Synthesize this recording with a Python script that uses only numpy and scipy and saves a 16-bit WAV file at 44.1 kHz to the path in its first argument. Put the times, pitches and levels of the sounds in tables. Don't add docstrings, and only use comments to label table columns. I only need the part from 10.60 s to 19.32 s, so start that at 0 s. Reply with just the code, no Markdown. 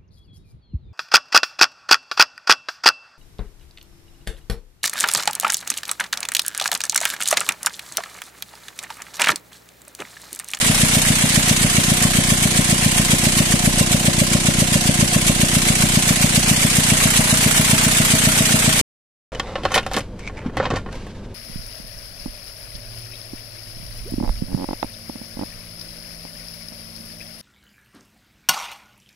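import sys
import numpy as np
from scipy import signal
from scipy.fft import rfft, irfft
from scipy.io import wavfile
from scipy.ndimage import uniform_filter1d

SR = 44100
rng = np.random.default_rng(int(sys.argv[2]) if len(sys.argv) > 2 else 0)


def to_linear_factor(level_db):
    exponent = np.asarray(level_db, float) / 20
    return 10 ** exponent


def wav_record(signal):
    frames = np.transpose(np.atleast_2d(signal))
    bounded = np.clip(frames, -1, 1)
    quanta = np.round(bounded * 32767).astype(np.int16)
    wavfile.write(sys.argv[1], SR, quanta)


N = 384542
T = np.arange(N) / SR
HZ = np.fft.rfftfreq(N, 1 / SR)
LEFT_LAG_MS = .22


def filtered(x, gain):
    return irfft(rfft(x) * gain, N)


def read(points, hz):
    f, value = np.transpose(points)
    return np.interp(np.log(hz + 1), np.log(f + 1), value)


def evened(x):
    return x / np.sqrt(np.mean(x ** 2) + 1e-20)


# time in seconds, spot (0 over the block, 1 beside the shut air box, 2 beside it open).
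MIC_SPOT = [(0, .1), (.5, .5), (1.2, 0.92), (2.0, 1.2), (2.7, 1.07), (3.1, 1.6), (3.4, 2), (4.2, 1.68),
            (4.7, 1.6), (5.1, 0.94), (5.8, .95), (6.3, 0.28), (6.9, 0.059), (8.3, 0.083)]


def at_spot(trio, s):
    spot = np.interp(s, *np.transpose(MIC_SPOT))
    return np.interp(spot, np.arange(len(trio)), trio)


# time in seconds, lateness of the crank against a steady idle in ms.
GOVERNOR_HUNT = [(.1, -.5), (.51, -.8), (1.05, 1.8), (1.32, 1.9), (1.72, -1.5), (3.62, 1.1), (3.89, -.1),
                 (4.7, 0), (5.51, -1), (5.78, -2), (6.59, 2.1), (7.27, 0), (7.94, -.7), (8.08, 0)]
FIRST_S, CYCLE_S, CYCLE_COUNT = -.03407, .135241, 62


def cycles():
    steady = FIRST_S + CYCLE_S * np.arange(CYCLE_COUNT)
    return steady + np.interp(steady, *np.transpose(GOVERNOR_HUNT)) / 1000


def beats(share, jitter_ms):
    s = cycles()
    return s[:-1] + share * np.diff(s) + jitter_ms / 1000 * rng.standard_normal(len(s) - 1)


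def strokes_db(trio, vary_db):
    return at_spot(trio, cycles()) + vary_db * rng.standard_normal(CYCLE_COUNT)


def train(s, size):
    out = np.zeros(N + SR)
    at = np.round(s * SR).astype(int)
    out[at[at >= 0]] = size[at >= 0]
    return out[:N]


# frequency in Hz, left-right correlation.
PORT_LIKENESS = [(30, 0.94), (200, 0.54), (600, 0.58), (1100, 0.5), (2000, 0.053), (4000, 0.033),
                 (12000, 0.08)]


def pair_noise():
    a, b = rfft(rng.standard_normal((2, N)))
    same = np.clip(read(PORT_LIKENESS, HZ), -1, 1)
    left = a * np.exp(-2j * np.pi * HZ * LEFT_LAG_MS / 1000)
    return np.array([left, same * a + np.sqrt(1 - same ** 2) * b])


KNOCK_LATE_MS = (-3.7, 0.093, .6)


def knock_power(rows, cycle_db, spread_db, rise_ms, snap):
    t_ms, power = np.arange(3000) / SR * 1000, 0
    for share, fade_ms, *db in rows:
        fade = np.exp(-t_ms / fade_ms) + snap * np.exp(-t_ms / 3.03)
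        shape = (1 - np.exp(-t_ms / rise_ms)) ** 2 * fade
        at = beats(share, 0.81)
        at = at + at_spot(KNOCK_LATE_MS, at) / 1000
        blow, *colour = rng.standard_normal((len(at), 1 + len(db))).T
        size = to_linear_factor(2 * (cycle_db + spread_db * (blow + 0.33 * np.array(colour))))
        knocks = [signal.oaconvolve(train(at, v), shape)[:N] for v in size]
        power = power + to_linear_factor(2 * np.array(db))[:, None] * knocks
    return power


# frequency in Hz, density in dB per Hz.
RUMBLE_COLOUR = [(15, -5), (30, 2), (45, -8), (64, -3.5), (140, -6), (250, -4), (330, -7.5), (600, -8.5),
                 (800, -12), (1100, -54)]
# frequency in Hz, width in Hz, level over the whine in dB left, then right.
BAY_HOLLOWS = [(719.7, 20, -2.5, 0.5), (1046, 45, -7.5, 0)]
# share of the cycle, fade in ms, level in dB.
BAY_SHAKES = [
    [(.09, 10, 6), (.35, 16, 11), (.64, 16, 14)],
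    [(.1, 14, 6.5), (.35, 14, 10), (.6, 14, 7.5), (.84, 14, 9)],
]
WHINE_DB = (-53.5, -39, -36)
HOLLOW_DB = (0.5, 0.3, -4.5)


def shafts():
    s = cycles()
    turns = uniform_filter1d(np.interp(T, s, np.arange(len(s))), size=3001)
    hum = to_linear_factor(-32.0) * np.sin(2 * np.pi * 4 * (turns + 0.0083))
    flutter = to_linear_factor(2.0 * evened(uniform_filter1d(rng.standard_normal(N), 2500)))
    whine_order = 46
    tones = flutter * np.sin(2 * np.pi * whine_order * turns) * to_linear_factor([[4], [0]])
    for (hz, width_hz, *db), shakes in zip(BAY_HOLLOWS, BAY_SHAKES):
        swell = evened(np.sqrt(.2 + knock_power(shakes, 0, 0.89, 3.3, snap=0)))
        shaken = to_linear_factor(at_spot(HOLLOW_DB, T)) * swell
        resonance = evened(irfft(pair_noise() / (1 + ((HZ - hz) / width_hz * 2) ** 2), N))
        tones = tones + to_linear_factor(np.array(db))[:, None] * shaken * resonance
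    rumble = to_linear_factor(-31.5) * evened(irfft(pair_noise() * to_linear_factor(read(RUMBLE_COLOUR, HZ)), N))
    puffs = [(1.0, 11, 8.6), (.72, 23, 7.1), (0.4, 12, 1)]
    rumble *= evened(np.sqrt(1 + knock_power(puffs, 0, .5, 1.7, snap=0)))
    return hum * to_linear_factor([[.5], [-.5]]) + to_linear_factor(at_spot(WHINE_DB, T)) * tones + rumble


KNOCK_HZ = [1300, 2200, 5000, 12000]
BED_DB = [(-35, -39, -42), (-29, -31.5, -35), (-25.5, -27, -29), (-27, -30, -34)]
# share of the cycle, fade in ms, level over the bed in dB in the four bands.
LIGHT_KNOCKS = [
    (.088, 12.1, 11.5, 4.2, 2.8, 8.3),
    (.345, 10.1, 11.5, 4.9, 7.8, 9.8),
    (.58, 22.4, 10, 4.5, 2.4, 5.5),
]
# share of the cycle, fade in ms, level over the heavy level in dB in the four bands.
HEAVY_KNOCKS = [
    (.745, 15.6, -16, -11.5, -0.9, 0.94),
    (.84, 5.46, -4.5, -3, 3, 0.84),
]
# frequency in Hz, density in dB per Hz.
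IRON_COLOUR = [(440, -16), (750, -6), (828, -7), (1030, -5), (1180, -6.5), (2210, 3.5), (2540, 0.5),
               (2870, 1), (5050, -6), (7130, -3), (7870, 0), (9940, -0.5), (12100, -7.5), (14200, -7)]


def clatter():
    bed = to_linear_factor(2 * np.array([at_spot(db, T) for db in BED_DB]))
    heavy_db = strokes_db((-11, -11, -11.5), vary_db=.5)[1:]
    power = bed * (0.69 + knock_power(LIGHT_KNOCKS, 0, 0.34, 3.58, snap=1.9))
    power += knock_power(HEAVY_KNOCKS, heavy_db - 8.5, 0.69, 4.2, snap=2.1)
    touches = rng.standard_normal((2, N)) + rng.standard_normal(N)
    grit = to_linear_factor(0.87 * evened(uniform_filter1d(touches, 60, axis=1)))
    noise, out = pair_noise() * to_linear_factor(read(IRON_COLOUR, HZ)), 0
    for pick, strength in zip(np.eye(len(KNOCK_HZ)), np.sqrt(power)):
        band = irfft(noise * read(list(zip(KNOCK_HZ, pick)), HZ), N)
        out = out + evened(band * grit) * strength
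    return out


def patchy(x, depth_db):
    z = signal.stft(x, nperseg=512, noverlap=384)[2]
    patches = uniform_filter1d(rng.standard_normal(z.shape), size=2, axis=1)
    patches = uniform_filter1d(patches, size=7, axis=2)
    return signal.istft(z * to_linear_factor(depth_db * evened(patches)), nperseg=512, noverlap=384)[1][:, :N]


# frequency in Hz, level in dB, t60 in seconds.
BLOCK_MODES = [(1100, -30, 0.049), (1812, -25, 0.046), (2264, -33, 0.059), (2280, -21, 0.038),
               (2775, -35.5, 0.33), (3240, -29.5, 0.056), (7730, -16, 0.016), (8900, -32.5, 0.0067)]


def block():
    t, out = np.arange(3000) / SR, np.zeros((2, N))
    for hz, db, t60_s in BLOCK_MODES:
        at = beats(.83, 2.7)
        ring = to_linear_factor(db - 60 * t / t60_s) * (1 - np.exp(-t / 0.0023)) * np.sin(2 * np.pi * hz * t)
        for side in out:
            strength = 3 * np.tanh(rng.standard_normal(len(at)))
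            side += signal.oaconvolve(train(at, strength), ring)[:N]
    return out


# share of the cycle, peak in dB.
MILD_PUFFS = [
    (0.242, -15.5),
    (0.474, -13.5),
]
LAST_PUFF_SHARE = .735


def air_box():
    thud_hz = (620, 603.5, 587)
    thud_db, ring_db = (-27.5, -22.5, -15.5), (-19.5, -39.5, -31.5)
    cover_hz, cover_t60_s, peak_s = 639, .15, .0085
    t, out = np.arange(8000) / SR, np.zeros((2, N))
    late = t - np.array([[LEFT_LAG_MS / 1000], [0]])
    # time s, thud dB, ring dB
    blows = [(at, 0, 0) for at in cycles()[1:-1]]
    blows += [(at, -10.5, -14) for at in beats(LAST_PUFF_SHARE, .3)]
    blows += [(at, db, -16) for share, db in MILD_PUFFS for at in beats(share, .3)]
    for at, soft_db, damped_db in blows:
        hz, thud_level_db, ring_level_db = (at_spot(trio, at) for trio in (thud_hz, thud_db, ring_db))
        vary_db, detune = rng.standard_normal(2) * [.6, .006]
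        turns = hz * (1 + detune) * late - 5500 * (late - peak_s) ** 2
        swell = np.exp(-((t - peak_s) / 0.004) ** 2 / 2)
        thud = to_linear_factor(thud_level_db + soft_db) * swell * np.sin(2 * np.pi * turns)
        ring = to_linear_factor(ring_level_db + damped_db - 60 * t / cover_t60_s) * (1 - np.exp(-t / 0.0045))
        ring = ring * np.sin(2 * np.pi * cover_hz * late)
        part = out[:, max(round((at - .004) * SR), 0):][:, :len(t)]
        part += (thud * to_linear_factor([[-4], [0]]) + ring)[:, :part.shape[1]] * to_linear_factor(vary_db)
    return out


# delay in ms, signed gain.
DUCT_ECHOES = [(15.8, -0.19), (24.1, -0.07)]
# frequency in Hz, t60 in seconds, level in dB.
PAN_MODES = [(310.3, 0.11, -0.7), (444, .1, 0.5)]
PAN_DB = (-24.5, -36.5, -38)
PUFF_LAG_MS = (.03, 0.1, .2)


def intake():
    puff_hz, puff_ms, skew_rad = 173.6, 2.24, 0.12
    lid_echo, lid_push = (.29, 0.078, .05), (.05, 0.079, .12)
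    s = cycles()
    hard_db = strokes_db((-4.5, -4, -3.5), vary_db=.5)
    last_db = strokes_db((-14, -11.5, -10), vary_db=1.4)
    last = train(beats(LAST_PUFF_SHARE, 0.14), to_linear_factor(last_db[1:]))
    drive = train(s, to_linear_factor(hard_db)) + last
    for share, db in MILD_PUFFS:
        drive += train(beats(share, 0.2), to_linear_factor(db + .6 * rng.standard_normal(len(s) - 1)))

    u = np.arange(-500, 501) / SR
    puff = -np.exp(-(u * 1000 / puff_ms) ** 2 / 2) * np.cos(2 * np.pi * puff_hz * u + skew_rad)
    direct = signal.oaconvolve(drive, puff / -puff.min(), "same")
    push = -np.exp(-(u / 0.0015) ** 2 / 2) * np.cos(2 * np.pi * 70 * u)
    direct += at_spot(lid_push, T) * signal.oaconvolve(drive + .9 * last, push, "same")
    echoes = [(8.1, at_spot(lid_echo, T))] + DUCT_ECHOES
    air = direct + sum(gain * np.roll(direct, round(ms * SR / 1000)) for ms, gain in echoes)

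    t = np.arange(5000) / SR
    hollow = to_linear_factor(-7 - 60 * t / 0.069) * (1 - np.exp(-t / 0.0042)) * np.sin(2 * np.pi * 281 * t)
    hollow = signal.oaconvolve(np.roll(drive, -round(0.0015 * SR)), hollow)[:N]
    pan = sum(to_linear_factor(db - 60 * t / t60_s) * np.sin(2 * np.pi * hz * t) for hz, t60_s, db in PAN_MODES)
    pan = (1 - np.exp(-t / 0.0025)) * pan
    air += signal.oaconvolve(np.sqrt(drive) * to_linear_factor(at_spot(PAN_DB, T)), pan)[:N]
    left = np.interp(T - at_spot(PUFF_LAG_MS, T) / 1000, T, air) + hollow
    return np.array([left, to_linear_factor(-1.0) * air])


# frequency in Hz, dB added left and taken off right, halved.
PORT_LEAN = [(800, 2), (1500, -1), (2500, 1), (3500, 1), (4500, -0.5), (6500, -7), (9000, -2), (12000, 5),
             (14000, -1.5)]


def scene():
    lean = to_linear_factor(np.array([[.5], [-.5]]) * read(PORT_LEAN, HZ))
    iron = filtered(patchy(clatter(), depth_db=2.28) + block(), lean)
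    return shafts() + iron + air_box() + intake()


# frequency in Hz, share lost.
BAND_LOSS = [(2300, 0), (3600, .12), (5300, .12), (6300, 0), (10300, 0.039), (11500, 0.22), (14300, 0.44)]


def starved(x):
    hz, _, z = signal.stft(x, SR, "cosine", nperseg=2048, noverlap=1024)
    luck = np.repeat(rng.random((129, z.shape[2])), repeats=8, axis=0)[:len(hz)]
    wide = np.repeat(rng.random((43, z.shape[2])), repeats=24, axis=0)[:len(hz)]
    luck = np.where(hz[:, None] > 8000, np.minimum(luck, 2 * wide), luck)
    luck = 2 * np.minimum(luck, np.roll(luck, shift=1, axis=1))
    kept = z * (luck > read(BAND_LOSS, hz)[:, None])
    return signal.istft(kept, SR, "cosine", nperseg=2048, noverlap=1024)[1][:, :N]


def band_limit(x):
    return signal.sosfilt(signal.butter(12, 15330, fs=SR, output="sos"), x)


def record(dry):
    edge_hz, cut_s = 14350, 8.2135
    squeezed = 1.388 * np.tanh(dry / 1.196)
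    shelf = np.where(HZ > edge_hz, to_linear_factor(-32 - (HZ - edge_hz) / 24), HZ > 12)
    cut = starved(filtered(squeezed, shelf)) * np.clip((cut_s - T) / .001, 0, 1)
    mix = np.clip(cut, -1, 1)
    return band_limit(mix)


dry = scene()
out = record(dry)
wav_record(out)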